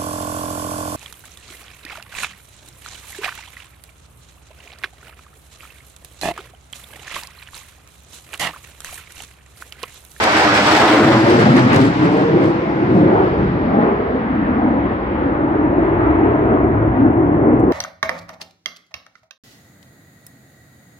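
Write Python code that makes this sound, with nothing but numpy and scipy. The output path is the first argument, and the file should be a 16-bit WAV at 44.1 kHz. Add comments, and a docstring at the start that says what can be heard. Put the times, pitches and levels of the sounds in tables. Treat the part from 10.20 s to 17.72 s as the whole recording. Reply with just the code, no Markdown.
"""A wooded valley: a jet fighter passes low overhead and flies off, heard on a phone with two ports.
Fine exhaust eddies rush and shock fronts crackle while it is near; then the big eddies behind it roar
and rumble in surges. The ground reflection sweeps through the noise and the air takes the treble away
with distance. Over a faint hiss, a small bird calls and the phone ticks and rustles in the hand."""
import sys
import numpy as np
from scipy import signal
from scipy.fft import rfft, irfft
from scipy.io import wavfile
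from scipy.ndimage import uniform_filter1d, minimum_filter1d, map_coordinates

SR = 44100
rng = np.random.default_rng(int(sys.argv[2]) if len(sys.argv) > 2 else 0)


def master(y):
    """Save y as 16-bit WAV."""
    cut = np.clip(np.atleast_2d(y).T, -1, 1)
    pcm = np.round(cut * 32767)  # scale
    wavfile.write(sys.argv[1], SR, pcm.astype(np.int16))


N = 331632
FRAME, HOP = 2048, 256
TIME_S = np.arange(N) / SR
FRAME_S = np.arange(-(-N // HOP) + 1) * HOP / SR
BIN_HZ = np.maximum(np.arange(FRAME // 2 + 1), 1)[:, None] * SR / FRAME


def undb(db):
    """Decibels to gain."""
    return 10 ** (np.asarray(db) / 20)


def curves(table, times_s=FRAME_S):
    """Table columns, interpolated in time."""
    time_s, *columns = np.transpose(table)
    return [np.interp(times_s, time_s, column) for column in columns]


def colour(points, hz=BIN_HZ):
    """Spectrum, interpolated in log frequency."""
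    freq_hz, value = np.transpose(points)
    return np.interp(np.log(hz), np.log(freq_hz), value)


def tint(x, points):
    """Causal filter: fronts stay sharp, white noise keeps its power."""
    cepstrum = irfft(np.log(undb(colour(points)[:, 0])))[:FRAME // 2]
    cepstrum[1:] *= 2
    response = irfft(np.exp(rfft(cepstrum, FRAME)))[:FRAME // 2]
    return signal.fftconvolve(x, response[None] / np.linalg.norm(response))[:, :N]


def wander(rate_hz):
    """Random curve in time, spread near 1."""
    return 1.2 * np.interp(FRAME_S * rate_hz, np.arange(400), rng.standard_normal(400))


def flicker(rate_hz, bands):
    """Smooth random field over frequency and time, spread near 1."""
    field = rng.standard_normal((400, bands + 1)).T
    band = bands * np.log(BIN_HZ / BIN_HZ[0]) / np.log(FRAME / 2)
    return 1.26 * map_coordinates(field, np.broadcast_arrays(band, FRAME_S * rate_hz), order=1, mode="wrap")


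def band_power(power, band_hz):
    """In-band power per frame."""
    return power[(BIN_HZ[:, 0] >= band_hz[0]) & (BIN_HZ[:, 0] <= band_hz[1])].sum(axis=0)


def eddies(shape_db, level_db, band_hz, comb):
    """Power per bin of a turbulent layer, scaled to level_db in band after the ground comb."""
    power = undb(shape_db) ** 2
    return power / band_power(power * comb, band_hz) * undb(level_db) ** 2


def scatter(x, t60_s, wet_db):
    """Trees and ground add a short diffuse tail, different at each port."""
    t = TIME_S[:SR // 2]
    tail = rng.standard_normal((2, len(t))) * undb(-60 * t / t60_s)
    tail *= undb(wet_db) / np.linalg.norm(tail, axis=1, keepdims=True)
    tail[:, 0] += 1
    return signal.fftconvolve(x[None], tail)[:, :N]


# Rush midrange envelope: time_s, relative_db
RUSH_LEVEL = [(0, -19.5), (0.1, -18.5), (0.4, -17), (0.6, -13), (1.05, -17.5), (1.7, -26.5), (2.4, -27),
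              (4, -28), (4.9, -27), (5.95, -22.5), (6.7, -25), (7.5, -25)]
# Rush treble envelope: time_s, relative_db
TREBLE_LEVEL = [(0, -27.5), (0.55, -23.0), (.85, -27), (1.02, -32), (1.2, -30.5), (1.5, -35), (1.8, -38),
                (2.4, -42.5), (3.9, -46), (5.5, -46.5), (6, -44), (6.6, -49), (7.5, -52.5)]
# Rush spectrum: freq_hz, density_db
RUSH_SPECTRUM = [(60, -45.5), (200, -22.5), (400, -6.5), (550, -1), (800, 0.5), (1200, -3), (1500, -3),
                 (2000, -4.5), (2550, -10.5), (3600, -15), (5200, -17.5), (6500, -25.5), (8000, -28),
                 (9500, -36.5), (15000, -44)]
# Flicker from moving air: freq_hz, spread_db
RUSH_FLICKER = [(500, 1.67), (1500, 1.1), (3000, 1.07)]


def rush(distance_m, comb, gain_db=1.5, treble_gain_db=.34, air_db_per_km=29):
    """Fine eddies: a broad rush that flickers in moving air and dulls with distance."""
    mid_hz, treble_hz, apart_oct = (500, 2000), (2200, 5000), 1.7
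    level_db, = curves(RUSH_LEVEL)
    air_loss_db = air_db_per_km * distance_m / 1000 * (BIN_HZ / 4000) ** .95
    shape_db = colour(RUSH_SPECTRUM) - np.minimum(air_loss_db, 150)
    # The plume beams treble sideways, so the spectrum tilts as it turns away.
    power = undb(shape_db) ** 2
    brightness_db = 10 * np.log10(band_power(power, treble_hz) / band_power(power, mid_hz))
    beamed_db = curves(TREBLE_LEVEL)[0] + treble_gain_db - level_db
    tilt_db_per_oct = (beamed_db - brightness_db) / apart_oct
    shape_db += tilt_db_per_oct * np.log2(np.clip(BIN_HZ, 600, 6000))
    shape_db += colour(RUSH_FLICKER) * flicker(rate_hz=14, bands=36)
    return eddies(shape_db, level_db + gain_db, mid_hz, comb)


# Roar envelope between surges: time_s, relative_db
ROAR_LEVEL = [(0, -24), (0.4, -21), (0.7, -13), (1.1, -13), (1.5, -17.5), (2.45, -21.5), (3.4, -22.5),
              (4.85, -22), (5.5, -18), (6.1, -16.5), (6.7, -18), (7.5, -13)]
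# Roar pitch slide from wind on the way: time_s, shift_oct
ROAR_SLIDE = [(0, -0.16), (.8, -0.031), (1.15, -0.035), (1.5, -0.3), (2, 0.16), (2.25, 0.29), (2.7, -0.1),
              (3, 0.34), (3.25, 0.11), (3.5, -0.18), (3.7, -0.033), (3.95, 0.033), (4.3, -0.37),
              (4.7, -0.034), (5.2, 0.031), (6.1, 0.086), (6.8, -0.2), (7.5, 0.021)]
# Roar spectrum: freq_hz, density_db
ROAR_SPECTRUM = [(90, -48), (160, -14.5), (205, -5.5), (250, -1), (310, 0), (380, -2.5), (460, -6),
                 (650, -20), (1200, -46), (5000, -120)]


def roar(comb, overhead_db=-2, thin_db_per_oct=9, flicker_db=3):
    """Big eddies beam a sliding hump of roar; the phone's microphone adds a hollow resonance."""
    mic_hz, mic_width_hz, mic_lift_db = 312.7, 23, 6.5
    level_db, = curves(ROAR_LEVEL)
    shift_oct, = curves(ROAR_SLIDE)
    shape_db = colour(ROAR_SPECTRUM, BIN_HZ / 2 ** shift_oct)
    overhead = np.interp(FRAME_S, [.6, 1.1], [1, 0])  # side-on, the plume sends little low roar
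    shape_db += overhead * thin_db_per_oct * np.minimum(np.log2(BIN_HZ / 300), 0)
    resonance_hz = mic_hz * (1 + .02 * wander(rate_hz=5))
    shape_db += mic_lift_db / (1 + (2 * (BIN_HZ - resonance_hz) / mic_width_hz) ** 2)
    shape_db += flicker_db * flicker(rate_hz=6, bands=40)
    return eddies(shape_db, level_db + overhead * overhead_db, (200, 450), comb)


# Bigger eddies down the plume: time_s, relative_db
BOOM_LEVEL = [(0, -36), (0.4, -25), (0.67, -29.5), (0.85, -20.5), (1.25, -17.5), (1.5, -20), (2.2, -22.5),
              (2.45, -27), (3.1, -23), (3.9, -30.5), (5.2, -28), (6.5, -21.5), (7.5, -21.5)]
# Boom spectrum: freq_hz, density_db
BOOM_SPECTRUM = [(40, -45), (75, -21.5), (100, -0.5), (135, -0.5), (165, -6), (200, -0.5), (260, -18),
                 (500, -49.5), (3000, -120)]
# Far end of the plume: time_s, relative_db
RUMBLE_LEVEL = [(0, -37), (0.65, -36), (0.9, -37), (2.4, -40.5), (2.7, -37), (3.4, -27), (3.6, -35.5),
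                (4.05, -34), (4.25, -31), (5, -30), (6.2, -26), (7.5, -29.5)]
# Rumble spectrum: freq_hz, density_db
RUMBLE_SPECTRUM = [(10, -44.5), (28, -17), (42, -6), (58, 12.5), (80, 4), (100, -10.5), (140, -22.5),
                   (300, -54), (2000, -120)]


def rumble(comb, gain_db=-1, flicker_db=2):
    """The slowest eddies grow, and their pitch sinks as the receding jet draws away."""
    patches_db = flicker_db * flicker(rate_hz=6.8, bands=30)
    boom_oct = np.interp(FRAME_S, [.6, 1.1], [.4, 0])
    rumble_oct = np.interp(FRAME_S, [1.3, 2.3], [.21, 0])
    boom_shape_db = colour(BOOM_SPECTRUM, BIN_HZ / 2 ** boom_oct) + patches_db
    rumble_shape_db = colour(RUMBLE_SPECTRUM, BIN_HZ / 2 ** rumble_oct) + patches_db
    boom = eddies(boom_shape_db, curves(BOOM_LEVEL)[0] + gain_db, (90, 200), comb)
    return boom + eddies(rumble_shape_db, curves(RUMBLE_LEVEL)[0] + gain_db, (25, 90), comb)


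# Ground reflection, sooner and duller as the jet sinks: time_s, delay_ms, share, cutoff_hz
REFLECTION = [(0, 9.2, 0.8, 1600), (.2, 10.25, 0.9, 1600), (.38, 10.2, 0.88, 1600), (.7, 9.54, 1, 1500),
              (1, 9, 0.49, 1200), (1.5, 7.94, 0.55, 1000), (2, 6.6, 0.83, 800), (2.3, 6.16, 0.24, 750),
              (2.8, 5.76, 0.64, 700), (3, 5.44, 0.07, 750), (3.6, 4.95, 0.43, 700), (4.3, 4.32, 0.24, 550),
              (5.3, 3.3, 0.42, 550), (6, 3.17, 0.65, 493), (7.5, 2.84, 0.28, 502)]


def ground(grass_phase_rad=.47):
    """Direct sound plus its bounce off soft grass: a comb that sweeps up as the delay shrinks."""
    delay_ms, share, cutoff_hz = curves(REFLECTION)
    bounce = np.clip(share, 0, .95) / np.sqrt(1 + (BIN_HZ / cutoff_hz) ** 4)
    return 1 + bounce * np.exp(1j * (grass_phase_rad - 2 * np.pi * BIN_HZ * delay_ms / 1000))


# Likeness of the ports: freq_hz, coherence
PORT_COHERENCE = [(30, .93), (90, 0.98), (300, 1), (420, 0.89), (520, .95), (900, 0.33), (1600, 0.59),
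                  (2200, 0.1), (4000, 0.05), (12000, 0.09)]
# Shading by the case: freq_hz, left_minus_right_db
CASE_SHADING = [(40, 1.5), (105, 2), (170, -0.5), (290, 1.5), (430, -1), (700, 1.5), (950, -0.2),
                (1600, -2.5), (3200, 2.5), (5000, 2), (7500, 5), (11000, -2.5)]


def exhaust_noise(power, paths, lead_ms, facing_db_per_ms=6):
    """Noise at two ports: the direct part reaches one first, the part scattered by trees is unrelated."""
    white = rng.standard_normal((3, N))
    direct, *scattered = signal.stft(white, nperseg=FRAME, noverlap=FRAME - HOP)[2]
    coherence = np.clip(colour(PORT_COHERENCE), 0, 1)
    phase_rad = 2 * np.pi * BIN_HZ * lead_ms / 1000
    sides = np.array([1, -1])[:, None, None]
    ports = np.sqrt(coherence) * direct * np.exp(.5j * sides * phase_rad)
    ports += np.sqrt(1 - coherence) * np.array(scattered)
    mono_share = (1 + np.mean(coherence * np.cos(phase_rad) * power, axis=0) / power.mean(axis=0)) / 2
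    # The port facing the jet is louder, except in the bass.
    directivity = colour([(500, .014), (900, 1), (1500, .93), (3000, .34)])
    pan_db = colour(CASE_SHADING) + facing_db_per_ms * lead_ms * directivity
    ports = ports * paths * np.sqrt(power / mono_share * FRAME / 2) * undb(sides * pan_db / 2)
    return signal.istft(ports, nperseg=FRAME, noverlap=FRAME - HOP)[1][:, :N]


# Background envelope: time_s, level_db
HISS_LEVEL = [(0, -83), (4.6, -84), (5.6, -80.5), (7.5, -77)]


def hiss():
    """Faint hiss, unrelated at the two ports."""
    spectrum = [(1000, -1.5), (6500, -2.5), (10000, -7), (16000, -14)]
    return undb(curves(HISS_LEVEL, TIME_S)[0]) * tint(rng.standard_normal((2, N)), spectrum)


def shock_front(relax_ms, band_hz=(500, 8500)):
    """One front of peak 1: pressure jumps, relaxes and swings under."""
    jump = np.exp(-TIME_S[:512] * 1000 / relax_ms)
    wave = signal.sosfilt(signal.butter(2, band_hz, "band", fs=SR, output="sos"), jump)
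    return wave / wave.max()


# Typical big front: time_s, peak_db
RASP_LEVEL = [(0, -10), (.55, -24), (.9, -22), (1.05, -29), (1.22, -21), (1.43, -30), (1.54, -18),
              (1.8, -36), (2.3, -41), (3, -59.5), (3.5, -88)]
# Single strong fronts: start_s, peak_db, relax_ms
STRONG_FRONTS = [(0.0405, 0, .05), (.514, -6, .06), (.578, -5, .05), (.5875, -4, .1), (.702, -10, .1),
                 (.73, -15, .12), (.9032, -7, .2), (1.139, -17, .1), (1.2145, -14, .06), (1.3676, -7, 0.07),
                 (1.532, -9, .06), (1.5455, -10, .05), (1.553, -15, .06), (1.5624, -4, .04),
                 (2.243, -26, .08)]


def big_shocks(rate_hz=110, spread_db=1):
    """Big fronts arrive whole: a ragged run makes a tearing rasp, a few stand out as cracks."""
    jitter_db = spread_db * np.clip(rng.standard_normal(N), -2, 2)
    peaks = undb(curves(RASP_LEVEL, TIME_S)[0] - jitter_db)
    impulses = (rng.random(N) < rate_hz / SR) * peaks
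    rasp = signal.fftconvolve(impulses, shock_front(relax_ms=.12))[:N]
    for start_s, peak_db, relax_ms in STRONG_FRONTS:
        crack = undb(peak_db) * shock_front(relax_ms)
        rasp[int(start_s * SR):][:len(crack)] += crack
    return rasp


# Volleys of small fronts: centre_s, width_s, relative_db
SHOCK_VOLLEYS = [(0.04, .028, -31.5), (0.196, 0.1, -35), (0.362, 0.041, -34), (0.552, 0.14, -29.5),
                 (0.713, 0.057, -40), (0.906, 0.057, -38), (1.1, 0.054, -39), (1.21, 0.055, -41),
                 (1.386, 0.044, -42.5), (1.557, 0.037, -40), (1.628, 0.089, -42.5), (1.85, 0.072, -50.5),
                 (1.962, 0.12, -52), (2.26, 0.1, -53.5), (2.78, 0.13, -60), (3.028, .2, -71)]


def shock_envelope(hold_db=-40.5, overhead_s=.74, fade_db_per_s=18):
    """Small fronts hold until the jet is overhead, then air rounds them off; volleys ride on top."""
    stream = undb(hold_db - fade_db_per_s * np.maximum(FRAME_S - overhead_s, 0))
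    centre_s, width_s, relative_db = np.transpose(SHOCK_VOLLEYS)[:, :, None]
    volleys = np.sum(undb(relative_db) * .5 ** ((2 * (FRAME_S - centre_s) / width_s) ** 2), axis=0)
    return np.interp(TIME_S, FRAME_S, np.hypot(stream, volleys))


# Small-front spectrum: freq_hz, density_db
SHOCK_SPECTRUM = [(40, -32.5), (300, -2.5), (1000, -4.5), (2500, 6.5), (5000, 0), (6500, -9), (8200, -7),
                  (9500, -18.5), (13000, -22.5), (16000, -32)]


def small_shocks(rate_hz=1200, spread_db=3.5, spray_db=4.5, smear_samples=130, gain_db=4.5):
    """Leaves smear each small front into a brief spray; only the left port also gets it whole."""
    arrivals = rng.random(N) < rate_hz / SR
    fronts = arrivals * undb(spread_db * np.minimum(rng.exponential(size=N), 3.5))
    fronts /= np.std(fronts)
    energy = signal.lfilter([1 / smear_samples], [1, 1 / smear_samples - 1], fronts ** 2)
    ports = undb(spray_db) * np.sqrt(energy) * rng.standard_normal((2, N))
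    ports[0] += fronts
    return tint(ports * shock_envelope() * undb(gain_db), SHOCK_SPECTRUM)


def crackle(lead_ms):
    """Loud exhaust waves steepen into shock fronts, which reach one port before the other."""
    small = small_shocks() * undb([[.7], [0]])
    big = scatter(big_shocks(), t60_s=.016, wet_db=-4) * undb([[0], [-5]])
    left, right = small + big
    lag_samples = np.round(np.interp(TIME_S, FRAME_S, lead_ms) * SR / 1000).astype(int)
    return np.array([left, right[np.clip(np.arange(N) - lag_samples, 0, N - 1)]])


# Surges and lulls: centre_s, width_s, lift_db, pitch_hz, glide_oct_per_s, half_width_oct
GUSTS = [(0.074, 0.031, 4.5, 850, -7, .7), (.15, .05, 3, 2200, 0, 1), (0.235, 0.1, 3, 850, 4, 0.59),
         (0.383, 0.06, 2.5, 3000, 0, 1.3), (.434, 0.036, -3, 1070, 0, 1.3), (.53, .09, 3.5, 1160, 0, 0.28),
         (0.638, 0.05, 1.5, 1450, 0, 0.44), (0.71, 0.07, 5, 3400, -2, 0.47),
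         (0.862, 0.091, 2.5, 280, 0, .7), (0.9, 0.085, 2.5, 1410, 8, 1.7), (1.007, .07, -6.5, 380, 7, 1.9),
         (1.115, 0.047, 0.5, 800, 4, 1.7), (1.124, 0.11, 4, 348, -5, .3), (1.242, 0.074, 3, 1900, 3, 2.1),
         (1.285, .1, 6, 130, -1, 0.27), (1.36, 0.22, 4, 380, -1.5, 0.94), (1.46, .12, 2.5, 150, -2, .5),
         (1.379, 0.043, 6, 1780, 0, 1.4), (1.525, 0.043, 6.5, 2450, 0, 0.47),
         (1.55, 0.067, 5, 1100, -2, 2.1), (1.533, 0.11, 5, 115, 0, 0.43), (1.595, 0.24, 5, 410, 0, 1.9),
         (1.733, 0.045, -1.5, 280, 0, 1.8), (1.8, .5, 1.5, 2700, 0, .25), (1.863, 0.091, 6.5, 477, 2, 1.9),
         (1.979, 0.078, 7, 530, 3, 2), (2.19, .1, 3, 310, 1.5, .22), (2.215, 0.14, 9, 200, -2, 1.53),
         (2.23, 0.053, 4, 2200, 2, 1.2), (2.766, 0.22, 8, 170, -3.5, 1.85), (2.78, .13, 4.5, 140, 1, 0.28),
         (2.86, .09, 2.5, 340, 1, .25), (2.952, 0.24, 8.5, 560, 3.5, 1.4), (3.23, 0.25, 5, 109.4, -2, 1.27),
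         (3.603, 0.21, 9, 560, 2.5, 1.7), (3.87, .2, 0.5, 380, 5.5, 1.5), (4.231, .2, 3, 229, 2, 1.4),
         (4.513, 0.31, 6, 319, -3, 1.4), (4.85, 0.14, -3.5, 290, 6, 1.5), (5.077, 0.039, 4.5, 340, 0, 0.75),
         (5.4, .12, 2.5, 330, 0, .2), (5.568, 0.11, 6, 320, -2, .45), (5.8, 0.17, -2.5, 301, -1.5, .5),
         (6.05, 0.13, 4, 345, -2, .5), (6.337, 0.087, 4.5, 380, -2, 1), (6.58, .05, -1, 300, 0, .7),
         (6.861, 0.09, 5.5, 240, 4, 1.2), (7.258, 0.099, 2.5, 700, -1, 1.1), (7.382, .12, -2, 270, -4, .7)]


def surges():
    """Gusts bend the noise towards the listener or away: bells of gain in dB around gliding pitches."""
    gain_db = np.zeros((len(BIN_HZ), len(FRAME_S)))
    for centre_s, width_s, lift_db, pitch_hz, glide_oct_per_s, half_width_oct in GUSTS:
        near = np.abs(FRAME_S - centre_s) < 2 * width_s
        offset_s = FRAME_S[near] - centre_s
        offset_oct = np.log2(BIN_HZ / pitch_hz) - glide_oct_per_s * offset_s
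        bell = .5 ** ((2 * offset_s / width_s) ** 2 + (offset_oct / half_width_oct) ** 2)
        gain_db[:, near] += lift_db * bell
    return gain_db


# Light touches on the phone: start_s, impulse_db
TOUCHES = [(3.68, -66), (4.32, -64), (7.15, -62), (7.396, -43)]
# Tick spectrum: freq_hz, density_db
TICK_SPECTRUM = [(2000, -22.5), (5000, -9.5), (7800, 7), (10000, -5), (15000, -15)]


def ticks():
    """A fingertip shifts on the case."""
    impulses = np.zeros(N)
    for start_s, impulse_db in TOUCHES:
        impulses[int(start_s * SR)] = undb(impulse_db)
    return tint(scatter(impulses, t60_s=.05, wet_db=13), TICK_SPECTRUM)


# Bird calls: start_s, length_s, start_hz, end_hz, dry_db
BIRD_CALLS = [(4.746, 0.044, 7500, 7500, -86), (5.363, .07, 6940, 6650, -81),
              (5.63, .08, 6840, 6550, -81.5), (5.748, 0.092, 7030, 6500, -78),
              (5.942, 0.085, 7020, 6400, -75), (6.14, .11, 7020, 6540, -76.5),
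              (6.463, 0.04, 7650, 7450, -76.5), (6.905, 0.056, 8130, 7850, -74)]


def bird(quaver_hz=150):
    """Thin quavering whistles that hold, then droop, blurred by the wood."""
    song = np.zeros(N)
    for start_s, length_s, start_hz, end_hz, dry_db in BIRD_CALLS:
        progress = np.linspace(0, 1, int(length_s * SR))
        quaver = np.interp(progress, np.linspace(0, 1, 24), rng.standard_normal(24))
        pitch_hz = start_hz + (end_hz - start_hz) * progress ** 2 + quaver_hz * quaver
        envelope = undb(dry_db) * np.sqrt(np.abs(np.sin(np.pi * progress)))
        note = envelope * np.sin(2 * np.pi * np.cumsum(pitch_hz) / SR)
        song[int(start_s * SR):][:len(note)] += note
    return scatter(song, t60_s=.55, wet_db=5) * undb([[1], [-6]])


def rustle(peak_s=7.4, rub_db=-82, slope_db_per_s=14, uneven_db=4.5, slide_db=-69, slide_s=.06):
    """Skin rubs unevenly on the case, building to the firmest touch, then slides on briefly."""
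    from_peak_s = np.abs(TIME_S - peak_s)
    jitter_db = uneven_db * np.interp(TIME_S, FRAME_S, wander(rate_hz=16))
    rub = undb(rub_db - slope_db_per_s * from_peak_s + jitter_db)
    slide = undb(slide_db) * (TIME_S > peak_s) * np.exp(-from_peak_s / slide_s)
    spectrum = [(2000, -4.5), (5000, 0), (8000, -1), (11000, -5), (15000, -6.5)]
    return tint(rng.standard_normal((2, N)) * (rub + slide), spectrum)


# Flight path: time_s, distance_m, left_lead_ms
FLIGHT_PATH = [(0, 150, -0.18), (.4, 130, -0.15), (.7, 37, -0.012), (1.1, 40, 0.27), (1.6, 120, 0.31),
               (2.1, 380, 0.32), (3.2, 610, 0.31), (4, 1120, 0.31), (5, 1300, 0.31), (6, 1620, 0.3),
               (7.5, 1600, 0.31)]


def scene(swell_db=.3):
    """The jet and its ground reflection over the quiet valley."""
    distance_m, lead_ms = curves(FLIGHT_PATH)
    paths = ground()
    comb = np.abs(paths) ** 2
    low_power = (roar(comb) + rumble(comb)) * undb(swell_db * wander(rate_hz=13)) ** 2
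    power = (low_power + rush(distance_m, comb)) * undb(surges()) ** 2
    background = hiss()
    jet = exhaust_noise(power, paths, lead_ms) + crackle(lead_ms)
    return jet + bird() + ticks() + rustle() + background


def record(dry, ceiling=.97, cutoff_hz=15700):
    """Smooth peak limiter, then a steep low-pass."""
    peak = np.maximum(np.abs(dry).max(axis=0), 1e-6)
    held_gain = minimum_filter1d(np.minimum(1, ceiling / peak), size=801)
    gain = uniform_filter1d(uniform_filter1d(held_gain, size=401), size=401)
    return signal.sosfilt(signal.ellip(8, .2, 70, cutoff_hz, fs=SR, output="sos"), dry * gain)


dry = scene()
out = record(dry)
master(out)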